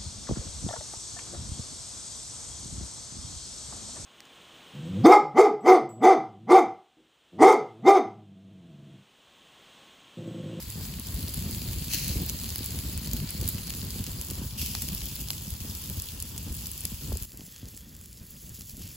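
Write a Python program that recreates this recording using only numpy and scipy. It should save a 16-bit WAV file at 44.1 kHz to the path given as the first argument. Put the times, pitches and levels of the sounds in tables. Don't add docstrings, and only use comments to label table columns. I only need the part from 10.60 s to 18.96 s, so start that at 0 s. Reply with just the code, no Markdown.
import sys
import numpy as np
from scipy import signal
from scipy.fft import rfft, irfft, next_fast_len
from scipy.io import wavfile
from scipy.ndimage import uniform_filter1d, map_coordinates

SR = 44100
rng = np.random.default_rng(int(sys.argv[2]) if len(sys.argv) > 2 else 0)


def unload_audio(sound):
    columns = np.transpose(np.atleast_2d(sound))
    steps = np.round(np.clip(columns, -1, 1) * 32767)
    wavfile.write(sys.argv[1], SR, steps.astype(np.int16))


N = 368657

# time in seconds, level in dB, offset of the two lower bands in dB.
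SIZZLE_LEVELS = [(0, -42.5, 1.5), (.84, -39.5, 2), (1.05, -38.5, 1.5), (1.27, -37.5, 1), (1.6, -37.5, 2.5),
                 (1.8, -38, 1.5), (2.73, -40, 2.5), (3.55, -40, 1), (3.96, -42.5, 2), (4.2, -38.5, 1.5),
                 (4.45, -38.5, 1.5), (4.9, -41, 0.5), (5.39, -40, 1), (5.73, -42, 0.5), (6.15, -39.5, 0.5),
                 (6.64, -42.5, 0), (6.67, -42, -2.5), (6.95, -39, -1), (7.2, -42, -1.5), (7.65, -42, -2),
                 (8, -37.5, -3.5), (8.36, -38, -2.5)]
# frequency in Hz, gain in dB.
HIGH_FIZZ = [(3500, -27), (5500, -11), (5900, -6.5), (6350, 0), (7500, 1.5), (9000, -1.5), (13000, 4),
             (15650, 1)]
MID_FIZZ_NEAR = [(2500, -17), (3800, -3), (4100, 0), (4350, 4), (4700, 3), (5050, 2), (5400, -3),
                 (5800, -6.5), (8000, -40)]
MID_FIZZ_FAR = [(2800, -20.5), (3900, -6), (4300, 0.5), (4600, 0), (4900, 1.5), (5400, -0.5), (5900, -4.5),
                (8000, -18.5)]
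LOW_FIZZ_NEAR = [(900, -10.5), (1700, -6.5), (2600, 0), (3200, 1.5), (3800, -0.5), (5000, -15.5)]
LOW_FIZZ_FAR = [(900, -28), (1900, -13.5), (2300, -6.5), (2800, -0.5), (3100, -1), (3450, 1.5), (3800, -4),
                (5000, -27)]
MID_FIZZ_DB, LOW_FIZZ_DB = -9, -13

# time in seconds, level in dB, offset of the upper flutter in dB.
BLAZE_LEVELS = [(0, -38.5, -9.5), (.2, -42, -2), (.65, -37.5, -3.5), (.9, -42, 1.5), (1.2, -40, -3),
                (1.5, -37.5, -3), (1.6, -39.5, 0), (1.8, -37.5, -5), (2, -38.5, -2), (2.4, -37.5, -2.5),
                (2.8, -38, -3), (3.2, -41.5, -0.5), (3.47, -41, -2.5), (3.65, -38.5, -3.5),
                (3.8, -38, -4.5), (4.05, -38.5, -6), (4.26, -40.5, -3.5), (4.6, -40.5, -3), (5.1, -41, -3),
                (5.5, -41.5, -6.5), (5.8, -41, -1.5), (5.95, -38.5, -5), (6.29, -43.5, -3.5),
                (6.5, -39.5, -2), (6.63, -43, -6.5), (6.8, -41, -0.5), (7.3, -40, -3.5), (7.8, -42, -1.5),
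                (8.2, -40, -3.5), (8.36, -36, -8)]
# time in seconds, gain in dB.
ROAR_SWELL = [(0, 1), (1.5, -2), (3, 0.5), (4.5, 0), (6.6, -1.5), (6.75, -0.5), (7.05, 2.5), (7.3, -2),
              (7.8, -0.5), (8.1, -3), (8.36, 2)]
# frequency in Hz, gain in dB.
LOW_FLUTTER = [(15, -18), (30, -29), (45, 1), (65, 4.5), (110, 0), (150, -11.5), (250, -44)]
UPPER_FLUTTER = [(80, -15.5), (140, 2.5), (200, -0.5), (270, -7.5), (400, -16), (600, -22.5), (1200, -37)]
ROAR_CLOSE = [(200, 6.5), (450, -2), (750, -4.5), (870, 1), (980, 3), (1150, 0), (1400, -2), (1900, -3),
              (2400, -30), (4000, -26)]
ROAR_WIDE = [(200, -0.5), (450, 0), (700, -11), (1000, -6.5), (1400, -6.5), (1900, -2.5), (2400, -11),
             (4000, -30)]
LOW_FLUTTER_DB, ROAR_DB, ROAR_DB_PER_BLAZE_DB = 0.5, -56, 0.38
STIR_S, STIR_DB = 0.0288, 3.5

# start in seconds, then energy in dB in five bands, low to high.
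LOUD_SPITS = [(0.103, -45, -32.0, -17, -20.0, -20), (0.3976, -40.0, -23, -25, -13, -24.0),
              (0.47, -37.0, -25, -22, -22, -22.0), (0.5442, -39, -38.0, -29, -14, -16.0),
              (0.5937, -28, -19, -35, -23, -22), (0.6932, -37.0, -38.0, -29, -16, -23.0),
              (0.7436, -28, -30, -28, -10, -16.0), (0.9112, -40.0, -36.0, -23, -16, -16),
              (0.948, -25, -17, -27.0, -17, -20.0), (1.1115, -27, -20, -23, -28, -27.5),
              (1.185, -34.0, -26, -21, -26, -21), (1.3357, -12, -16, -8, -8, -13.0),
              (1.3451, -30, -11, -14, -12, -6), (1.4812, -39, -25, -15, -12, -10.0),
              (1.6192, -39, -36.0, -29, -18, -13.0), (1.6357, -35, -35.0, -29.0, -19.5, -18),
              (1.6629, -38.0, -34.0, -26, -21, -10), (1.692, -29.0, -13.5, -18.0, -19, -21.0),
              (1.697, -17, -13, -9, -13, -10.0), (1.7895, -37, -16, -21, -20, -24.0),
              (1.836, -40.0, -21, -20, -24, -18.0), (1.865, -29, -29.0, -37.5, -21, -18.0),
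              (1.904, -23, -16, -16, -20, -19.0), (1.9513, -35, -23, -32, -25, -23.0),
              (1.959, -21.5, -14, -27, -11, -11.0), (1.9823, -39, -27, -22, -15, -12.0),
              (2.0434, -46, -29, -20, -17, -13.0), (2.061, -38, -24.0, -20.0, -12, -9.0),
              (2.107, -26, -25, -16, -21, -33.0), (2.1897, -25, -17, -26, -14, -21.0),
              (2.3767, -31, -24, -19, -11.5, -17.0), (2.4617, -28, -25.0, -24.0, -20.0, -30),
              (2.5138, -32, -17, -20, -20, -15.0), (2.534, -35, -18, -10, -12, -6),
              (2.567, -27, -25, -29, -20, -16.0), (2.5716, -41.0, -30.0, -33.0, -17.0, -20.0),
              (2.6914, -24, -16, -23, -22, -27.0), (2.7066, -40, -28.0, -24, -11, -15.0),
              (2.814, -32, -21.0, -18, -16, -14.0), (2.878, -29, -25, -15, -8.0, -10.0),
              (2.889, -26, -26, -18.0, -5.5, -3), (2.8932, -36, -25, -17.0, -16, -13.0),
              (2.901, -37, -36.0, -21.0, -12, -34.0), (2.9827, -23, -23.0, -31, -21.0, -34),
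              (3.0195, -26, -25.0, -26, -25, -37.0), (3.0713, -29, -26.0, -19.5, -19, -20.0),
              (3.079, -24, -20, -25.0, -21, -27.0), (3.0985, -43, -31, -25.0, -16.0, -17.0),
              (3.105, -16.5, -17, -17, -15, -15.0), (3.1387, -21, -19, -23.0, -29, -36.0),
              (3.1745, -40.0, -30, -29.0, -29, -22), (3.2163, -25, -17, -33, -35.0, -36.0),
              (3.2495, -40.0, -37.0, -38.0, -22, -17), (3.306, -37, -15, -23.0, -15, -26.0),
              (3.4413, -26, -19, -19, -16, -20), (3.4662, -25, -19, -18, -17.0, -22),
              (3.6135, -24, -22, -14.5, -12, -21), (3.6493, -37.0, -35, -19, -19, -24),
              (3.6698, -42.0, -31, -25.0, -22, -18.0), (3.6855, -41.0, -27.0, -19, -21, -22.0),
              (3.7019, -24, -18, -19, -18, -20.0), (3.71, -32, -26.0, -18, -12, -20.0),
              (3.7834, -34, -35, -35, -23, -21.0), (4.0161, -22, -15, -22, -11.0, -11),
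              (4.0208, -35.0, -20, -32.0, -20.0, -14), (4.0622, -29, -16, -28, -14, -12),
              (4.07, -28, -21, -28, -24, -21), (4.151, -14, -8, -25, -11, -30.0),
              (4.2229, -31, -21, -27.0, -21, -10), (4.2877, -20, -14, -22, -14, -20.0),
              (4.3321, -39.0, -38, -37, -20, -16.0), (4.3495, -35, -17, -33, -10.5, -11.0),
              (4.418, -22, -19, -30.0, -24, -27.0), (4.457, -31, -24, -28, -15, -13),
              (4.5561, -35, -36, -29, -16, -14), (4.6093, -40, -33.0, -25, -18.0, -23),
              (4.6144, -37, -33, -22.0, -16, -26.0), (4.686, -24, -15, -23.0, -16.0, -22.0),
              (4.705, -12, -5.5, -15, -7, -20), (4.714, -37, -27.0, -27, -16, -19.0),
              (4.9048, -44.0, -27.0, -24, -14, -22.0), (5.151, -33, -17, -23.0, -20, -14),
              (5.219, -31, -30.0, -26, -18, -26), (5.2996, -26, -23, -24, -12, -17),
              (5.3993, -31, -14, -28, -20, -14.0), (5.421, -40, -29, -17, -12.0, -17.0),
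              (5.602, -34, -20, -17, -14, -21), (5.625, -38.0, -24, -13, -11.5, -15),
              (5.7636, -29, -25, -30, -21, -29), (5.7793, -33, -21, -14.0, -17, -27),
              (5.7839, -44.0, -36, -25, -19, -29.0), (5.9266, -43, -30.5, -26, -15, -25.0),
              (5.9432, -44, -37, -27.0, -18.0, -20), (5.95, -42.0, -38.0, -30, -17, -24.0),
              (5.9677, -42.0, -32.0, -28, -17.0, -21.0), (6.0582, -30.0, -17, -27.0, -22, -19.0),
              (6.0698, -30, -25.0, -22.0, -12, -15), (6.1162, -43.0, -32, -20, -11.5, -20.0),
              (6.1783, -36.0, -27, -25.0, -15, -20.0), (6.2075, -43.0, -32, -23.0, -12.0, -23),
              (6.2381, -35, -32.0, -30, -19.0, -22.0), (6.253, -22, -12, -11.0, -5, -13),
              (6.572, -36, -23, -14.5, -14, -20), (6.6248, -29, -25, -21, -13, -19),
              (6.6336, -44, -29, -23, -18, -25.0), (6.695, -36, -29, -30, -26, -27),
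              (6.7199, -27, -24, -21, -22, -21), (6.7321, -35, -35.0, -26.0, -23, -20.0),
              (6.774, -37, -26, -17, -16, -10.0), (6.808, -20, -21, -24, -24, -26),
              (6.865, -37, -27, -17, -18, -25), (6.9626, -21, -19, -18, -20, -24.0),
              (6.981, -27, -24, -25, -26, -27), (7.056, -31, -19, -21, -26, -26),
              (7.0867, -54, -28.0, -17, -21, -22.0), (7.1661, -46, -29, -16, -22, -18),
              (7.1731, -44.0, -34, -18, -19.0, -21.0), (7.1761, -27, -24.0, -21.0, -15.0, -16.0),
              (7.351, -33, -29, -21.0, -21, -24), (7.366, -35, -27.0, -23, -22.0, -19),
              (7.413, -31, -29.0, -20, -19, -22.0), (7.4588, -29, -24, -21, -18, -22.0),
              (7.5295, -38.0, -22, -20, -20.0, -24), (7.708, -45.0, -43.0, -25.0, -19, -13),
              (7.8942, -36, -32.0, -18, -16.0, -18), (7.9464, -35.0, -24.0, -19, -19.0, -19.0),
              (7.9913, -36, -37.0, -23, -19, -22), (7.9954, -35, -36.0, -20, -18, -21.0),
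              (8.0096, -22, -15.0, -14.0, -18, -15), (8.0188, -35, -21, -19, -16, -21),
              (8.0966, -29, -17, -20, -16, -17), (8.2175, -23, -26, -32, -14, -20),
              (8.2765, -32.0, -22.0, -16, -21, -19), (8.289, -40.0, -26.0, -19.0, -21, -19)]
SPIT_EDGES_HZ = [650, 3500, 6500, 9000, 13200, 16000]
SMALL_SPIT_BANDS_DB = [2, 2, -11, 5, -8]
# frequency in Hz, gain in dB.
PIT_COLOUR = [(650, -6), (1600, -6.5), (2300, -2.5), (3000, 3), (3800, -5), (4500, 1), (5200, 0),
              (6000, -1.5), (16000, -5)]
SNAP_DB, SNAP_T60_S = -3.5, 0.0016
BARS_DB, BARS_DELAY_S, BARS_T60_S = -18.5, 0.0014, 0.015

# start in seconds, gain in dB, final pitch in Hz, decay length in cycles.
THUMPS = [(0.156, -25, 185, 2), (0.177, -23.5, 177, 1.8), (0.207, -27, 81, 1.7), (0.289, -33.5, 212.0, 2.1),
          (0.362, -34, 185, 3.1), (0.369, -22, 89.0, 1.3), (0.392, -27, 203, 2.2), (0.487, -28, 94.0, 1),
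          (0.535, -34, 202, 2.2), (0.538, -21, 64, 1.5), (0.636, -29, 92, 2.2), (0.639, -29.5, 204, 2.4),
          (0.687, -26, 225, 1.6), (0.775, -24.5, 177, 1.6), (0.784, -22, 88.5, 1.5),
          (0.812, -28, 197.0, 1.1), (0.82, -26, 85.0, 1.1), (0.854, -31, 205, 4.4), (0.855, -33, 78.0, 5),
          (0.894, -27, 250, 2.5), (0.92, -24, 182.0, 1.5), (0.928, -18, 84.0, 1.2), (0.942, -30, 172, 2.7),
          (0.968, -22.5, 92.0, 1.9), (1.02, -29.5, 226, 3.3), (1.027, -34, 85.0, 0.67),
          (1.068, -42, 179.0, 2.8), (1.085, -28, 96, 2), (1.116, -36, 259.0, 1.5), (1.162, -29, 212.0, 2.1),
          (1.167, -20.5, 93.5, 2.1), (1.217, -30, 200, 2.3), (1.28, -30, 223.0, 1.8),
          (1.346, -34, 284, 3.7), (1.367, -27, 77.0, 0.7), (1.375, -38, 238.0, 0.97),
          (1.416, -32, 183.0, 1.8), (1.472, -25.5, 183, 2.6), (1.5, -20, 67.4, 1.5),
          (1.517, -26, 286.0, 1.2), (1.538, -31.0, 216.0, 1.4), (1.557, -26, 266, 2.3),
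          (1.563, -16, 79.0, 1.1), (1.585, -25.5, 233.0, 1.2), (1.614, -25, 89.0, 1.2),
          (1.632, -24, 225, 1.4), (1.665, -27, 66.7, 1.0), (1.747, -25, 204, 0.9), (1.75, -34, 81, 1.7),
          (1.817, -33, 75.4, 1.1), (1.984, -29, 240.0, 1.4), (2.007, -23.5, 218, 1.6),
          (2.019, -29, 79.5, 1.9), (2.081, -40, 210.0, 0.85), (2.146, -26, 228, 1.6), (2.18, -28, 79, 1.25),
          (2.248, -29, 230.0, 2.2), (2.26, -27, 99.0, 1.6), (2.368, -25.5, 77.6, 2.2),
          (2.371, -37, 167, 3.1), (2.415, -28, 210, 1.9), (2.467, -34, 186.0, 2.8), (2.517, -33, 201, 2.6),
          (2.54, -17, 95.0, 1.1), (2.54, -25.5, 232, 4.3), (2.557, -36, 194.0, 1.7),
          (2.587, -33, 210.0, 1.7), (2.622, -25.5, 202, 2.3), (2.622, -27, 88.6, 0.9),
          (2.641, -31, 213.0, 1.2), (2.75, -26, 97.0, 1.1), (2.749, -24, 180, 1.6),
          (2.778, -29.0, 226.0, 0.91), (2.794, -19.5, 86.5, 1.25), (2.826, -22, 253, 1.15),
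          (2.844, -18.5, 81.5, 1.4), (2.85, -27, 211.0, 0.98), (2.942, -23.0, 95, 1.9),
          (2.947, -25.5, 204, 2.1), (2.967, -31, 183, 2.1), (2.983, -23, 83.0, 0.96),
          (3.131, -25.5, 90, 1.4), (3.149, -28, 220.0, 1.5), (3.194, -25, 92, 1.2), (3.203, -39, 192, 1.9),
          (3.228, -27, 182, 2.3), (3.246, -33, 87.4, 2.8), (3.248, -41, 218, 2.4), (3.284, -34, 212, 2.3),
          (3.397, -29, 217, 2.8), (3.402, -21, 94.0, 1.2), (3.487, -34, 190, 2.6), (3.506, -28, 86.0, 0.86),
          (3.543, -28.0, 93, 1.4), (3.591, -31, 230, 1.2), (3.592, -27.5, 84.0, 1.5), (3.698, -26, 95, 1.7),
          (3.715, -23, 239.0, 1.3), (3.784, -27, 87, 1.5), (3.816, -25, 212, 2), (3.849, -31, 222.0, 1.4),
          (3.857, -27, 98, 1.2), (3.928, -24, 78.0, 0.84), (3.961, -34.5, 209, 2.8),
          (3.973, -30, 76.0, 0.82), (4.027, -37, 89.0, 0.9), (4.028, -29, 219, 2.5),
          (4.192, -29, 88.0, 1.2), (4.226, -26.5, 71.5, 1.5), (4.279, -32, 193, 1.9),
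          (4.323, -31, 170, 2.2), (4.333, -27, 81.6, 1.26), (4.43, -24, 74.0, 1.2), (4.509, -27, 85, 1.1),
          (4.598, -33, 180.0, 2.4), (4.611, -32.5, 61.0, 2.1), (4.62, -30, 199, 1.9),
          (4.663, -33, 90.0, 1.6), (4.7045, -37, 650, 1.2), (4.877, -28, 171, 2.4), (4.918, -22, 82.5, 1.7),
          (5.009, -30, 180, 2.2), (5.016, -23.5, 74.0, 1.3), (5.049, -28.5, 234, 2),
          (5.092, -32.5, 200, 3.9), (5.095, -28, 78, 1.1), (5.374, -27, 92, 2.1), (5.858, -25, 74.0, 1.1),
          (5.903, -36, 203, 2.2), (5.91, -19.5, 76.0, 0.86), (5.924, -33, 196, 2.2),
          (6.24, -24.5, 85, 1.04), (6.319, -27, 198, 2.3), (6.335, -23, 76.4, 1.3),
          (6.497, -30.5, 89.5, 1.9), (6.52, -23, 420, 2.1), (6.527, -32, 300, 1.4), (6.529, -27, 69.6, 2.7),
          (6.556, -32, 370, 2.7), (6.617, -21, 85, 1.4), (6.742, -26, 252, 1.5), (6.795, -23.5, 243, 1.6),
          (6.816, -20, 188, 1.2), (6.835, -32, 184.0, 1.3), (6.881, -26, 210, 1.2),
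          (7.029, -23, 236.0, 2.1), (7.03, -22, 96.0, 1.8), (7.05, -24, 284.0, 1.0),
          (7.072, -25, 208.0, 1.6), (7.14, -28.5, 229.0, 1.8), (7.315, -32, 78.6, 1.4),
          (7.397, -25.5, 82.0, 0.91), (7.609, -22.5, 68.4, 1.4), (7.739, -25, 78.5, 0.79),
          (7.915, -21, 75.0, 1.1), (7.987, -27.5, 190, 2.2), (8.005, -24, 77.0, 1.0),
          (8.043, -31, 82.0, 1.0), (8.139, -24, 95.0, 0.82), (8.179, -25, 212, 2.3), (8.184, -23, 67, 2.5),
          (8.24, -34, 216.0, 2.9), (8.242, -26, 78.0, 1.2), (8.299, -32, 86.0, 1.1)]

# start in seconds, level in dB, rise in seconds, T60 in seconds,
# time until dry in seconds, treble gain in dB.
DRIPS = [(1.274, -26.5, 0.041, 1.36, 0.28, -0.5), (3.968, -34, 0.013, 1.46, .5, 3.5),
         (8.185, -36, 0.021, 0.6, .3, 1)]
# frequency in Hz, gain in dB.
FLARE_NEAR = [(900, -30), (1400, -11), (2100, -4), (2750, 2.5), (3500, -6), (4250, 7), (4700, 2), (5050, 2),
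              (5500, 1), (6400, 5.5), (7000, -4), (9000, -2), (13500, 0), (15650, -1.5)]
FLARE_FAR = [(900, -43), (1900, -12), (2600, 2.5), (3200, 3.5), (3900, -3), (4500, 1.5), (5100, 5.5),
             (6500, -1), (9000, -3), (13500, 3.5), (15650, -6)]

# start in seconds, length in seconds, level in dB, pitch in Hz.
WHISTLES = [(6.86, .19, -58, 3340), (6.9, .12, -64, 1860), (7.17, .09, -61, 3300), (7.9, .26, -58, 5450)]

# frequency in Hz, likeness from 0 to 1, left
# minus right in dB, right's phase lead in radians. ports() applies about 0.8 of the balance and of any lead.
PORTS_CLOSE = [(60, 0.98, 0.5, 0.043), (295, 0.93, 1, 0.28), (630, 1, -4, -1.14), (1280, 0.25, 5.5, -0.97),
               (2800, 0.47, 5, 0.045), (4330, 0.1, 3, 0.59), (5430, 0, 1.5, 1), (6540, 0.3, 0, -0.36),
               (8600, 1, 0, 0.056)]
PORTS_WIDE = [(60, 1, 0, -0.094), (300, 0.94, 0, 0), (705, 0.7, 0, 0.18), (1360, 0.88, 0, -0.24),
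              (2470, 1, 0, 0.13), (7000, 1, 0, -0.093)]
BARE_PORTS_HZ, TOP_HZ = 6880, 15850
BACK_AWAY_S = (3.3, 3.84)
PORTS_CHANGE_S, PORTS_CHANGE_DROP_DB = 6.655, 9


def amp(db):
    return 10 ** (np.asarray(db) / 20)


def unit(x):
    return x / np.sqrt(np.mean(x ** 2) + 1e-20)


def along(rows, hz):
    knots_hz, *columns = np.transpose(rows)
    return [np.interp(np.log(hz + 1), np.log(knots_hz + 1), column) for column in columns]


def curves(rows):
    knots_s, *columns = np.transpose(rows)
    return [np.interp(np.arange(N) / SR, knots_s, column) for column in columns]


def noise():
    return rng.standard_normal((2, N))


def wobble(knots_per_s):
    return map_coordinates(rng.standard_normal(N // 100 + 4), [np.arange(N) * knots_per_s / SR])


def filtered(x, response):
    size = next_fast_len(x.shape[-1] + 8192)
    return irfft(rfft(x, size) * response(np.fft.rfftfreq(size, 1 / SR)), size)[..., :x.shape[-1]]


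def coloured(x, spectrum):
    return unit(filtered(x, lambda hz: amp(along(spectrum, hz)[0])))


def patchy(x, depth_db):
    spectra = signal.stft(x, nperseg=512)[2]
    patches = uniform_filter1d(rng.standard_normal(spectra.shape[1:]), size=5, axis=0)
    patches = uniform_filter1d(patches, size=6, axis=1)
    return signal.istft(spectra * amp(depth_db * unit(patches)), nperseg=512)[1][:, :N]


def bubbles(spread_db, t60_s, count):
    moment, luck = rng.random((count, 2)).T
    size = amp(spread_db * np.minimum(-np.log(luck), 2.5))
    bursts = np.bincount((moment * N).astype(int), size, N)
    envelope = signal.fftconvolve(bursts, amp(-60 * np.arange(256) / SR / t60_s))[:N]
    return unit(envelope * noise())


def sizzle():
    level_db, lower_db = curves(SIZZLE_LEVELS)
    shared = bubbles(spread_db=4.5, t60_s=0.0039, count=1500)
    surge = wobble(20)
    high = noise() + 0.5 * shared + 0.42 * bubbles(spread_db=9, t60_s=0.0044, count=6000)
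    mid = noise() + 0.53 * shared + 0.52 * bubbles(spread_db=7.5, t60_s=0.0028, count=5000)
    low = noise() + 0.41 * shared + 0.67 * bubbles(spread_db=5, t60_s=0.007, count=2500)
    high = coloured(high, HIGH_FIZZ)
    far = np.interp(np.arange(N) / SR, BACK_AWAY_S, [0, 1])
    mid = (1 - far) * coloured(mid, MID_FIZZ_NEAR) + far * coloured(mid, MID_FIZZ_FAR)
    low = (1 - far) * coloured(low, LOW_FIZZ_NEAR) + far * coloured(low, LOW_FIZZ_FAR)
    high *= amp(level_db + 1.02 * surge + 0.8 * wobble(45))
    mid *= amp(level_db + lower_db + MID_FIZZ_DB + 0.5 * surge + 0.52 * wobble(45))
    low *= amp(level_db + lower_db + LOW_FIZZ_DB + 0.21 * surge + 0.47 * wobble(45))
    return patchy(high + mid + low, depth_db=1.2)


def flames(low_thumps):
    blaze_db, upper_db = curves(BLAZE_LEVELS)
    thump_rms = np.sqrt(np.abs(uniform_filter1d(low_thumps[0] ** 2, int(STIR_S * SR))))
    stir = np.tanh(unit(thump_rms))
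    blaze_db += STIR_DB * (stir - stir.mean() - 0.2)
    lump, lick = wobble(30), 2 * wobble(9.9)
    low = coloured(noise(), LOW_FLUTTER) * amp(0.47 * lump + lick)
    upper = coloured(noise(), UPPER_FLUTTER) * amp(1.6 * lump + 1.3 * lick + 2.26 * wobble(55))
    flutter = amp(LOW_FLUTTER_DB) * unit(low) + amp(upper_db) * unit(upper)
    roar = noise()
    roar = np.where(np.arange(N) < PORTS_CHANGE_S * SR, coloured(roar, ROAR_CLOSE), coloured(roar, ROAR_WIDE))
    swell_db = curves(ROAR_SWELL)[0] + ROAR_DB_PER_BLAZE_DB * (blaze_db - blaze_db.mean())
    roar *= amp(ROAR_DB + swell_db + 1.5 * lump)
    return amp(blaze_db) * flutter + roar


def small_spits(count, loudest_db=-21, range_db=17):
    moment, weakness = rng.random((count, 2)).T
    tilt_db_per_octave = 3.4 + 2.6 * rng.standard_normal((count, 1))
    octave = np.log2(np.array(SPIT_EDGES_HZ[1:]) + SPIT_EDGES_HZ[:-1])
    scatter_db = 3 * rng.standard_normal((count, len(octave)))
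    bands_db = SMALL_SPIT_BANDS_DB + tilt_db_per_octave * octave - scatter_db
    bands_db -= 20 * np.log10(np.linalg.norm(amp(bands_db), axis=1, keepdims=True))
    energy_db = loudest_db - range_db * np.sqrt(weakness)
    return np.column_stack([moment * N / SR, bands_db + energy_db[:, None]])


def spits():
    out, t = np.zeros((2, N + 1024)), np.arange(-64, 448) / SR
    age_s, hz = np.maximum(t, 0), np.fft.rfftfreq(len(t), 1 / SR)
    snap = (t > 0) * amp(SNAP_DB - 60 * age_s / SNAP_T60_S)
    bars = (t > BARS_DELAY_S) * amp(BARS_DB - 60 * age_s / BARS_T60_S)
    lowpasses = [1 / (1 + (hz / edge_hz) ** 16) for edge_hz in SPIT_EDGES_HZ]
    bandpasses = np.diff(lowpasses, axis=0)[:, None] * amp(along(PIT_COLOUR, hz)[0])
    for start_s, *energy_db in [*small_spits(count=40), *LOUD_SPITS]:
        tail = (snap + bars) * rng.standard_normal((2, len(t)))
        click = (t == 0) * rng.choice([-1, 1], size=(2, 1))
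        bands = irfft(rfft(click + tail) * bandpasses)
        bands *= amp(energy_db)[:, None, None] / np.linalg.norm(bands, axis=2, keepdims=True)
        out[:, round(start_s * SR):][:, :len(t)] += bands.sum(axis=0)
    return out[:, 64:N + 64]


def thumps(rise_cycles=0.49, glide_s=0.00063):
    out, t = np.zeros((2, N + 4096)), np.arange(4096) / SR
    for start_s, gain_db, pitch_hz, decay_cycles in THUMPS:
        cycles = pitch_hz * (t + 0.002162 * (1 - np.exp(-t / glide_s)))
        swell = np.exp(-(cycles / decay_cycles) ** 2) * (1 - np.exp(-pitch_hz * t / rise_cycles))
        tone = np.sin(2 * np.pi * (cycles + rng.random((2, 1))))
        out[:, round(start_s * SR):][:, :len(t)] += amp(gain_db) * swell * tone
    return out[:, :N]


def flares(dry_out_s=0.01):
    out = np.zeros((2, N))
    for start_s, level_db, rise_s, t60_s, dry_s, treble_db in DRIPS:
        t = np.maximum(np.arange(N) / SR - start_s, 0)
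        boil = noise() + 0.5 * bubbles(spread_db=12, t60_s=0.0071, count=6000)
        boil = coloured(boil, FLARE_NEAR if start_s < BACK_AWAY_S[0] else FLARE_FAR)
        boil = filtered(boil, lambda hz: amp(along([(4000, 0), (9000, treble_db)], hz)[0]))
        swell = 1 - np.exp(-(t / rise_s) ** 2)
        wet = (1 - np.tanh((t - dry_s) / dry_out_s)) / 2
        sputter_db = wobble(60)
        out += amp(level_db - 60 * t / t60_s + sputter_db) * swell * wet * boil
    return out


def whistles(half_width_hz=110):
    out, t = np.zeros((2, N)), np.arange(N) / SR
    for start_s, length_s, level_db, pitch_hz in WHISTLES:
        breath = filtered(noise(), lambda hz: np.exp(-((hz - pitch_hz) / half_width_hz) ** 2))
        progress = np.clip((t - start_s) / length_s, 0, 1)
        out += amp(level_db) * np.sqrt(np.abs(np.sin(np.pi * progress))) * unit(breath)
    return out


def ports(pair, table):
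    def response(hz, side):
        likeness, balance_db, lead_rad = along(table, hz)
        mix_rad = np.arccos(np.clip(likeness, 0, 0.96 + 0.03 * (hz < BARE_PORTS_HZ))) / 2
        lead_rad += 2 * np.pi * 0.0003 * np.maximum(hz - BARE_PORTS_HZ, 0)
        gain = amp(side * balance_db / 2) * np.exp(-0.5j * side * lead_rad)
        return gain * [np.cos(mix_rad), side * np.sin(mix_rad)]
    return np.array([filtered(pair, lambda hz: response(hz, side)).sum(axis=0) for side in (0.78, -0.81)])


def scene():
    low_thumps = thumps()
    pair = sizzle() + flares() + whistles() + spits() + flames(low_thumps) + low_thumps
    close = ports(pair, PORTS_CLOSE)
    wide = amp(-PORTS_CHANGE_DROP_DB) * ports(pair, PORTS_WIDE)
    return np.where(np.arange(N) < PORTS_CHANGE_S * SR, close, wide)


def record(dry):
    return filtered(dry, lambda hz: hz < TOP_HZ)


dry = scene()
out = record(dry)
unload_audio(out)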